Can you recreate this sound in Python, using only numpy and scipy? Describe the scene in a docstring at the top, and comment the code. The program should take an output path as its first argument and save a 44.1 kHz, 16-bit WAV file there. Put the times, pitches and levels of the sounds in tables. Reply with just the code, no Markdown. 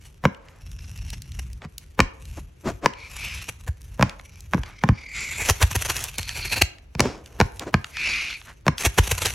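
"""A small room, where a cat chews the edge of a stiff cardboard sheet held close to a phone.
Teeth knock the sheet: filtered, dispersed impulses give the knock, the crack and a low flexing thump.
Teeth also drag over the paper and tear its fibres: random fractures and friction noise, spectrally shaped.
Fur scuffs the board as soft grainy noise, and the held sheet rumbles as the jaw pulls it.
A short reverberant tail and a faint diffuse hush lie behind."""
import sys
import numpy as np
from scipy import signal
from scipy.fft import rfft, irfft, next_fast_len
from scipy.io import wavfile
from scipy.ndimage import uniform_filter1d, map_coordinates

SR = 44100
rng = np.random.default_rng(int(sys.argv[2]) if len(sys.argv) > 2 else 0)


def store_pcm(level_fs):
    """Save levels as 16-bit WAV."""
    pcm = np.round(np.clip(level_fs, -1, 1) * 32767).astype(np.int16)
    wavfile.write(sys.argv[1], SR, np.atleast_2d(pcm).T)


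N = 411894
TIME = np.arange(N) / SR  # s

# Teeth and chin striking the sheet. Each row: time in seconds, knock level in dB, knock centre in Hz,
# crack level in dB, thump level in dB, thump centre in Hz.
KNOCKS = [(0.2386, -28.5, 640, -49, -22.5, 101.3), (0.2531, -12.5, 1010, -28.5, -12.5, 149),
          (1.649, -45, 825, -51, -30, 103), (1.992, -14, 850, -31, -13, 166.5),
          (2.003, -13, 1106, -15, -17.5, 60), (2.8595, -11, 1090, -21.5, -23.5, 202),
          (3.995, -21, 543, -45, -16.5, 132), (4.011, -22, 710, -34, -16.5, 120),
          (4.026, -13, 1120, -22, -12.5, 125), (4.535, -18.5, 1110, -35, -25.5, 168),
          (4.545, -23, 578, -38.5, -15, 158), (4.579, -35.5, 851, -54, -20, 72.5),
          (4.8373, -16, 840, -32, -13, 158), (4.889, -20, 965, -31.5, -7, 103),
          (6.951, -37, 653, -39.5, -25.5, 93), (6.9953, -18.5, 514, -23, -17, 232),
          (7.004, -15.5, 725, -20, -19, 105), (7.056, -23.5, 430, -40, -24, 95),
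          (7.402, -12, 559.7, -22, -18.5, 202), (7.412, -15, 1000, -24.5, -12, 90),
          (7.7415, -14.5, 1150, -25, -12, 115), (8.666, -20, 558, -34, -24, 142),
          (8.6806, -14.5, 1140, -23.5, -13.5, 128), (8.986, -16.5, 1106, -28, -26, 76)]
# Fibres giving way under a tooth. Each row: middle in seconds, length in seconds,
# crackle level in dB before a lift of 1 dB, thump level in dB.
RIPS = [(1.133, .006, -39.5, -43.5), (1.395, 0.0069, -35.5, -46.5), (3.492, 0.012, -31, -36.5),
        (3.682, .014, -42.5, -17.5), (5.412, 0.03, -20.5, -30.5), (5.461, .033, -22, -43),
        (5.498, 0.016, -13, -14.5), (5.625, 0.019, -18, -8), (5.715, 0.0076, -29.5, -29),
        (5.758, .011, -21.5, -17), (5.822, .012, -27.5, -46.5), (5.858, 0.013, -25, -32.5),
        (5.902, .017, -20.5, -28), (5.967, 0.016, -28.5, -38.5), (6.015, 0.089, -26, -42.5),
        (6.19, .011, -28, -26.5), (6.379, 0.033, -29.5, -33), (6.454, 0.013, -26.5, -42.5),
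        (6.531, 0.019, -15.5, -33), (6.576, 0.026, -22, -28), (6.62, 0.0077, -14, -16.5),
        (8.816, 0.036, -23.5, -42.5), (8.86, 0.019, -15, -15), (8.987, 0.011, -17, -8.5),
        (9.076, 0.0088, -30, -31.5), (9.118, 0.0085, -21, -18.5), (9.185, 0.0087, -26.5, -48),
        (9.221, 0.0067, -26, -29.5), (9.261, 0.017, -19, -28.5)]
# Single fibres snapping. Each row: time in seconds, level in dB, centre in Hz before a tilt to the bass.
SNAPS = [(0.347, -49.5, 2770), (0.485, -50, 2650), (.715, -50.5, 4900), (.976, -48, 5270),
         (1.103, -38.5, 5950), (1.22, -41.5, 5930), (1.319, -46, 4470), (1.531, -48.5, 6450),
         (1.619, -43.5, 1805), (1.781, -35.5, 6770), (2.254, -48.5, 4970), (2.936, -42.5, 2770),
         (3.817, -50.5, 6840), (4.095, -36, 3160), (4.196, -42, 1760), (4.406, -45.5, 7300),
         (4.634, -35.5, 2160), (5.626, -18.5, 3100), (5.898, -27.5, 3830), (5.966, -29, 6340),
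         (6.04, -27.5, 8440), (6.183, -26, 5400), (6.23, -34.5, 4320), (6.292, -28, 3480),
         (6.784, -51.5, 3040), (7.0043, -20, 4900), (7.26, -45.5, 4220), (7.595, -32, 5000),
         (7.844, -31, 2710), (7.969, -31, 2640), (8.415, -44.5, 2150), (8.781, -29.5, 3810),
         (9.258, -22.5, 5210)]
# Teeth dragging over the paper face. Each row: start, hardest moment and end in seconds,
# level in dB before a lift of 3.5 dB, lower resonance in Hz, its gain in dB before the depth of colouring,
# upper resonance in Hz, its gain in dB likewise, judder in dB per unit of wobble.
DRAGS = [(0.625, 1.047, 1.4, -56.5, 2720, 5, 5550, 9, 11),
         (2.951, 3.057, 3.09, -45, 2320, 14.5, 4300, 1.5, -0.5),
         (3.164, 3.232, 3.45, -38, 2460, 9.5, 7650, -11, 0),
         (4.285, 4.354, 4.42, -60.5, 2350, 13.5, 5800, 4, 0),
         (4.644, 4.665, 5.1, -49.5, 2240, 17.5, 5800, -5, 7),
         (4.94, 5.094, 5.12, -48.5, 2110, 9.5, 4600, 3, 2),
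         (5.11, 5.195, 5.43, -34.5, 2246, 14, 7400, 14, 1),
         (6.162, 6.508, 6.64, -39, 2410, 6.5, 4320, 11, 5),
         (7.01, 7.03, 7.16, -45, 2400, -17, 5380, 5, 0.5),
         (7.96, 8.055, 8.36, -28, 2360, 12.5, 4300, -2, 1)]
# The jaw clamping down. Each row: start, hardest moment and end in seconds, fibre crackle in dB
# before a lift of 2.5 dB, rumble of the pulled sheet in dB before a lift of 1 dB.
BITES = [(0.038, 0.057, 0.09, -56, -48), (0.592, 0.698, .8, -59.5, -38.5), (0.812, 1.1, 1.22, -53.5, -34.5),
         (1.25, 1.33, 1.546, -60.5, -35), (1.775, 1.805, 1.9, -64.5, -45), (2.22, 2.39, 2.423, -53, -35.5),
         (2.65, 2.69, 2.73, -53.5, -37), (3.107, 3.3, 3.49, -41, -39.5), (3.55, 3.604, 3.69, -60, -42),
         (3.804, 3.9, 3.97, -62, -40.5), (4.1, 4.66, 4.74, -61, -43.5), (5.12, 5.424, 5.72, -39, -41.5),
         (5.62, 5.925, 6.145, -39, -41), (6.16, 6.398, 6.58, -40.5, -39.5),
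         (7.25, 7.56, 7.68, -59.5, -44.5), (7.86, 8.098, 8.48, -49.5, -46.5),
         (8.948, 9.301, 9.92, -35.5, -38)]
# The muzzle brushing along the sheet. Each row: middle in seconds, length in seconds, level in dB,
# centre of the passed band in Hz.
RUBS = [(.246, 0.0072, -27, 735), (0.504, 0.17, -56, 1240), (1.64, 0.028, -40, 1000),
        (2.382, 0.017, -36.5, 496), (2.683, 0.038, -23, 527), (2.846, 0.023, -26.5, 710),
        (4.08, 0.081, -43.5, 1200), (4.689, 0.071, -47, 1460), (7.054, .055, -27.5, 450),
        (7.127, 0.12, -40, 580), (7.355, 0.11, -51.5, 694), (7.623, 0.024, -32, 1020),
        (7.68, 0.025, -31, 614), (8.494, 0.041, -42.5, 1550)]
# Lingering modes of the sheet. Each row: frequency in Hz, level against the knock in dB, t60 in seconds.
SHEET_MODES = [(213.6, -12.5, 0.12), (1048, -17, 0.13), (1645, -18.5, 0.033)]

# Relative spectra of the struck board, its crack, the fibres, the torn layers, the paper face, the fur,
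# the pulled sheet and the hush. Each row: frequency in Hz, density in dB per Hz.
BOARD_SPECTRUM = [(150, 11), (220, 2.5), (330, 1.5), (500, 3), (700, -8), (1030, 1.5), (1300, -7),
                  (1640, -4), (2300, -10.5), (2900, -10.5), (6000, -23)]
CRACK_SPECTRUM = [(1200, -32), (2400, 13), (3000, -2), (5600, 3.5), (8000, -10.5), (12000, -18.5),
                  (16000, -30.5)]
FIBRE_SPECTRUM = [(300, -6), (1000, 1), (1800, 2), (2700, 7), (3500, -0.5), (4400, -1.5), (5000, -5.5),
                  (5900, 4.5), (8800, -5), (11700, 1), (12800, -11.5), (15800, -26)]
TORN_SPECTRUM = [(120, 3), (300, 0), (450, 4), (650, -0.5), (950, 3.5), (1300, -9), (1700, 4),
                 (3000, -21.5)]
PAPER_SPECTRUM = [(200, -1), (700, -10), (1500, 0.5), (2500, 4.5), (3400, 1.5), (4500, -0.5), (5200, -0.5),
                  (6200, -2.5), (8000, -15.5), (9000, -18), (11000, -14), (13000, -48)]
FUR_SPECTRUM = [(80, 2.5), (280, 2), (500, -5.5), (1000, -11), (2000, -13), (3500, -15.5), (7000, -13.5),
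                (12000, -35.5)]
RUMBLE_SPECTRUM = [(20, -30), (42, 7), (65, 7.5), (115, 0), (170, -10), (280, -24), (600, -54),
                   (2000, -72.5)]
AIR_SPECTRUM = [(60, -10), (150, 4.5), (400, 5), (800, -7.5), (2400, -9), (3600, -15), (6000, -18.5),
                (8700, -30), (11500, -42), (13500, -32.5), (16000, -58)]

# The sheet shifting across the microphones. Each row: time in seconds, left over right in dB.
LEAN = [(1.8, .3), (2.5, .7), (2.8, 2.4), (3.3, .7), (3.7, 0)]
# Stereo difference. Each row: frequency in Hz, side against mid in dB.
SIDE_LEVEL = [(100, -67), (400, -24), (1200, -39), (4500, -12), (8000, -18.5), (12000, -7)]
# Reverberation. Each row: frequency in Hz, t60 in seconds.
ROOM_DECAY = [(100, 0.235), (400, 0.68), (2500, 0.38), (7000, 0.23), (14000, 0.13)]
# Reflection colour. Each row: frequency in Hz, relative reflected level in dB.
WALL_COLOUR = [(60, -53), (250, -1.5), (800, -0.5), (3000, 2.5), (7000, 6.5), (14000, 2.5)]

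TOP_HZ = 16100  # upper band limit
BLOW_S, BLOW_SAMPLES = 0.01, 8192  # a blow's dB is its energy spread over BLOW_S; its buffer length
# Torn body lies between a rip's crackle and thump: offset, share of the way.
TORN_DB, TORN_DEPTH = -3.5, 0.42
# Thump pitch at this level; a weaker rip moves less sheet and sounds higher.
SPRING_HZ, SPRING_DB, SPRING_OCTAVES_PER_DB = 73.7, -12.5, 0.015
# Fall towards both ends of a stroke; how fast a tooth sets down and lifts.
DRAG_SAG_DB, DRAG_EDGE_DB_PER_S = 12, 447
# Width of the lower resonance; its climb over one stroke.
GRIP_OCTAVES, GRIP_RISE_OCTAVES = 0.13, 0.065
# Tabulated stroke level at that width; a stroke harder by the second value is twice as broad.
GRIP_DB, GRIP_DOUBLING_DB = -32.5, 24
# Fall towards both ends of a bite; how fast the jaw takes hold and lets go.
BITE_SAG_DB, BITE_EDGE_DB_PER_S = 10, 202
# The sheet follows the jaw a little late and settles more slowly.
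PULL_SAG_DB, PULL_EDGE_DB_PER_S, PULL_LAG_S = 4.5, 160, 0.025
REST_CRACKLE_DB, REST_RUMBLE_DB = -71, -49.5  # the sheet merely held between the teeth
# Width of a scuff at 1 kHz; higher scuffs are narrower by this power of pitch.
RUB_OCTAVES, RUB_NARROWING = 0.92, 0.45


def knocks():
    """Impact excitation: a tooth skids, catches with a crack, rings the board and flexes the sheet."""
    out, skid = np.zeros((2, N))
    crack = lambda hz: amp(along(CRACK_SPECTRUM, hz))
    for s, knock_db, knock_hz, crack_db, thump_db, thump_hz in KNOCKS:
        board = lambda hz: band(hz, knock_hz, octaves=1.05) * amp(along(BOARD_SPECTRUM, hz))
        flexure = lambda hz: band(hz, thump_hz, octaves=0.71)
        knock = blow(board, scatter=0.75, t60=0.018, lag_cycles=0.98) + ring()
        add(out, s, amp(knock_db) * knock)
        add(out, s, amp(crack_db) * blow(crack, scatter=0.79, t60=0.0084, lag_cycles=1.5))
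        add(out, s, amp(thump_db) * blow(flexure, scatter=0.51, t60=0.1, lag_cycles=1.4))
        skid += amp(knock_db - 19) * swell(s, length=0.017)
    return out + skid * coloured(grains(rate=1500, hiss=0.85), BOARD_SPECTRUM)


def rips():
    """Fracture and elastic release: a tooth ploughs through fibres and the freed sheet springs back."""
    crackle_power, body_power, thumps = np.zeros((3, N))
    for s, length, crackle_db, thump_db in RIPS:
        burst = swell(s, length) ** 2 * BLOW_S / length  # a longer rip spreads its energy
        body_db = crackle_db + TORN_DEPTH * (thump_db - crackle_db) + TORN_DB
        crackle_power += amp(crackle_db) ** 2 * burst
        body_power += amp(body_db) ** 2 * burst
        thump_hz = SPRING_HZ * 2 ** (SPRING_OCTAVES_PER_DB * (SPRING_DB - thump_db))
        flexure = lambda hz: band(hz, thump_hz, octaves=0.47)
        add(thumps, s, amp(thump_db) * blow(flexure, scatter=0.24, t60=0.13, lag_cycles=1.347))
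    fibres = amp(1.0) * np.sqrt(crackle_power) * coloured(grains(rate=5000, hiss=0.46), FIBRE_SPECTRUM)
    fibres *= unit(amp(2.8 * wobble(350)))  # fibres give way in bundles
    body = np.sqrt(body_power) * coloured(grains(rate=3000, hiss=0.37), TORN_SPECTRUM)
    return gripped(fibres, depth=0.94) + body + thumps


def snaps():
    """Brittle fracture: a single stiff fibre breaks with a dry, broadband tick."""
    out = np.zeros(N)
    for s, db, pitch_hz in SNAPS:
        tick = lambda hz: band(hz, pitch_hz, octaves=0.93) / np.sqrt(hz / pitch_hz + 0.1)
        add(out, s, amp(db) * blow(tick, scatter=1.3, t60=0.0081, lag_cycles=1.8))
    return out


def drags():
    """Stick-slip friction: a tooth slides over paper, juddering as the grip changes."""
    pressure, judder = np.zeros(N), wobble(110)
    for start, hardest, end, db, *resonances, judder_db in DRAGS:
        stroke = arch(start, hardest, end, DRAG_SAG_DB, DRAG_EDGE_DB_PER_S)
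        pressure += amp(db) * stroke * unit(amp(judder_db * judder))
    friction = coloured(grains(rate=5100, hiss=0.98), PAPER_SPECTRUM)
    return amp(3.5) * pressure * gripped(friction, depth=0.89)


def chewing():
    """Load-driven fracture: bites crackle in clumps with stray ticks, and the pulled sheet rumbles."""
    effort, pull = np.zeros(N), np.full(N, amp(REST_RUMBLE_DB))
    for start, hardest, end, crackle_db, rumble_db in BITES:
        clamp = arch(start, hardest, end, BITE_SAG_DB, BITE_EDGE_DB_PER_S)
        late = np.array([start, hardest, end]) + PULL_LAG_S
        tug = arch(*late, PULL_SAG_DB, PULL_EDGE_DB_PER_S)
        effort = np.maximum(effort, amp(crackle_db + 2.5) * clamp)
        pull = np.maximum(pull, amp(rumble_db + 1) * tug)
    clumps = grains(rate=1000, hiss=1.0) * amp(4.4 * wobble(78))
    crackle = (effort + amp(REST_CRACKLE_DB)) * coloured(clumps, FIBRE_SPECTRUM)
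    ticks = amp(-26) * effort ** 0.6 * coloured(grains(rate=55, hiss=0), FIBRE_SPECTRUM)
    rumble = pull * coloured(rng.standard_normal(N), RUMBLE_SPECTRUM)
    return gripped(crackle + ticks, depth=0.45) + rumble


def rubs():
    """Distributed light friction: fur brushing the board gives a soft, dull, grainy scuff."""
    out, t = np.zeros(N), np.arange(SR // 2) / SR
    hairs = grains(rate=1500, hiss=0.96)
    for s, length, db, centre_hz in RUBS:
        width = RUB_OCTAVES * (1000 / centre_hz) ** RUB_NARROWING
        start = max(s - t[-1] / 2, 0)
        tone = lambda hz: amp(along(FUR_SPECTRUM, hz)) * (amp(-16.0) + band(hz, centre_hz, width))
        scuff = unit(filtered(hairs[round(start * SR):][:len(t)], tone))
        add(out, start, amp(db) * scuff * np.exp(-2 * ((start + t - s) / length) ** 2))
    return out


def blow(response, scatter, t60, lag_cycles):
    """Bending-wave dispersion: treble arrives first, bass later, then echoes from the edges."""
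    t, hz = np.arange(BLOW_SAMPLES) / SR, np.fft.rfftfreq(BLOW_SAMPLES, 1 / SR)
    echoes = rng.standard_normal(BLOW_SAMPLES) * amp(-60 * t / t60) * (1 - np.exp(-10 * t / t60))
    push = 1 + scatter * rfft(echoes / np.linalg.norm(echoes))
    dispersion = np.exp(-2j * np.pi * lag_cycles * np.log(hz + 1))  # delay falls as 1 / frequency
    wave = irfft(push * response(hz) * dispersion)
    half = BLOW_SAMPLES // 2
    wave[half:] *= np.linspace(1, 0, half) ** 2
    return wave / np.linalg.norm(wave) * np.sqrt(BLOW_S * SR)


def ring():
    """Modal decay: lingering sheet modes, slightly different at every point of contact."""
    t = np.arange(BLOW_SAMPLES) / SR
    hz, db, t60 = np.transpose(SHEET_MODES)[:, :, None]
    detune, level = rng.standard_normal((2, *hz.shape))
    sines = np.sin(2 * np.pi * hz * (1 + 0.018 * detune) * t)
    return np.sum(sines * amp(db + 2.3 * level - 60 * t / t60), axis=0)


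def gripped(x, depth):
    """Resonant filtering: fibres vary in tone, and two resonances of the grip colour them in a drag."""
    hz, t, z = signal.stft(x, SR, nperseg=512)
    gain = np.ones(z.shape)
    for start, hardest, end, db, lower_hz, lower_db, upper_hz, upper_db, judder_db in DRAGS:
        held = np.interp(t, [start - 0.04, start, end, end + 0.058], [0, 1, 1, 0])
        climb = 2 ** (GRIP_RISE_OCTAVES * np.interp(t, [start, end], [-0.5, 0.5]))
        width = GRIP_OCTAVES * 2 ** ((db - GRIP_DB) / GRIP_DOUBLING_DB)
        lower = amp(lower_db) * band(hz[:, None], lower_hz * climb, width)
        upper = amp(upper_db) * band(hz[:, None], upper_hz, octaves=0.075)
        gain += depth * held * (lower + upper)
    gain *= amp(2.4 * patches(z.shape))
    # Colour changes, level does not.
    keep = np.linalg.norm(z, axis=0) / (np.linalg.norm(z * gain, axis=0) + 1e-12)
    return signal.istft(z * gain * keep, SR, nperseg=512)[1][:N]


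def grains(rate, hiss):
    """Shot noise: tiny fractures of uneven size, rate per second, over smooth friction noise."""
    size = amp(5 * np.clip(rng.standard_normal(N), -2, 2))
    breaks = (rng.random(N) < rate / SR) * rng.choice([-1, 1], N) * size
    return unit(unit(breaks) + hiss * rng.standard_normal(N))


def arch(start, hardest, end, sag_db, edge_db_per_s):
    """Effort envelope: force sets in, swells to its hardest moment, eases and lets go."""
    away = np.interp(TIME, [start, hardest, end], [-1, 0, 1])
    outside = np.abs(TIME - np.clip(TIME, start, end))
    return amp(-sag_db * away ** 2 - np.minimum(edge_db_per_s * outside, 100))


def swell(s, length):
    """Gaussian envelope: a bell in time about s."""
    return np.exp(-2 * ((TIME - s) / length) ** 2)


def wobble(rate):
    """Slow modulation: a smooth random curve, rate knots a second."""
    return map_coordinates(rng.standard_normal(int(N * rate / SR) + 4), [TIME * rate])


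def patches(shape):
    """Random modulation: a smooth field over frequency and time, rms 1."""
    smooth = uniform_filter1d(rng.standard_normal(shape), 5, axis=0)
    return unit(uniform_filter1d(smooth, 12, axis=1))


def amp(db):
    """Logarithmic level: decibels to gain."""
    return 10 ** (np.asarray(db) / 20)


def unit(x):
    """Normalisation: scale to rms 1."""
    return x / np.sqrt(np.mean(x ** 2) + 1e-20)


def along(points, hz):
    """Interpolation of (Hz, value) points along a logarithmic frequency axis."""
    f, v = np.transpose(points)
    return np.interp(np.log(hz + 1), np.log(f), v)


def band(hz, centre_hz, octaves):
    """Band-pass response: a bell on the log-frequency axis."""
    return np.exp(-0.5 * (np.log2((hz + 1) / centre_hz) / octaves) ** 2)


def filtered(x, response):
    """Linear filtering: the spectrum of x times a response of frequency."""
    n = x.shape[-1]
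    m = next_fast_len(n + BLOW_SAMPLES)
    return irfft(rfft(x, m) * response(np.fft.rfftfreq(m, 1 / SR)), m)[..., :n]


def coloured(x, spectrum):
    """Spectral shaping: x filtered by a (Hz, dB) curve, at rms 1."""
    return unit(filtered(x, lambda hz: amp(along(spectrum, hz))))


def add(track, s, sound):
    """Superposition: mix a sound in at time s."""
    part = track[round(s * SR):][:len(sound)]
    part += sound[:len(part)]


def ports(x):
    """Spatial decorrelation: two close microphones share bass; treble differs as head and sheet move."""
    hz, t, z = signal.stft(x, SR, nperseg=512)
    shifted = 1j * z * patches(z.shape) * amp(along(SIDE_LEVEL, hz))[:, None]
    side = signal.istft(shifted, SR, nperseg=512)[1][:N]
    return np.array([x + side, x - side])


def room(x):
    """Reverberation: the room answers each microphone with its own decaying noise tail."""
    hz, t, z = signal.stft(rng.standard_normal((2, SR // 2)), SR, nperseg=256)
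    decay = amp(-60 * t / along(ROOM_DECAY, hz)[:, None])
    tail = signal.istft(z * decay, SR, nperseg=256)[1]
    tail = filtered(tail / np.linalg.norm(tail[0]), lambda f: amp(along(WALL_COLOUR, f)))
    delayed = np.pad(x, (round(0.0057 * SR), 0))  # 5.7 ms before the first reflection
    return signal.fftconvolve(delayed[None], tail, axes=1)[:, :N]


def hush():
    """Diffuse field: independent steady noise in each channel."""
    return amp(-61.5) * coloured(rng.standard_normal((2, N)), AIR_SPECTRUM)


def scene():
    """Superposition of the chewing close by, the room behind it and a faint diffuse hush."""
    cat = knocks() + rips() + snaps() + drags() + rubs() + chewing()
    lean_db = np.interp(TIME, *np.transpose(LEAN))
    direct = ports(cat) * amp([lean_db / 2, -lean_db / 2])
    return direct + amp(-21.0) * room(cat) + hush()


def record(dry):
    """Saturation and band-limiting: the phone rounds the highest peaks and passes nothing above TOP_HZ."""
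    rounded = dry / (1 + np.abs(dry) ** 6) ** (1 / 6)
    return filtered(rounded, lambda hz: hz < TOP_HZ)


dry = scene()
out = record(dry)
store_pcm(out)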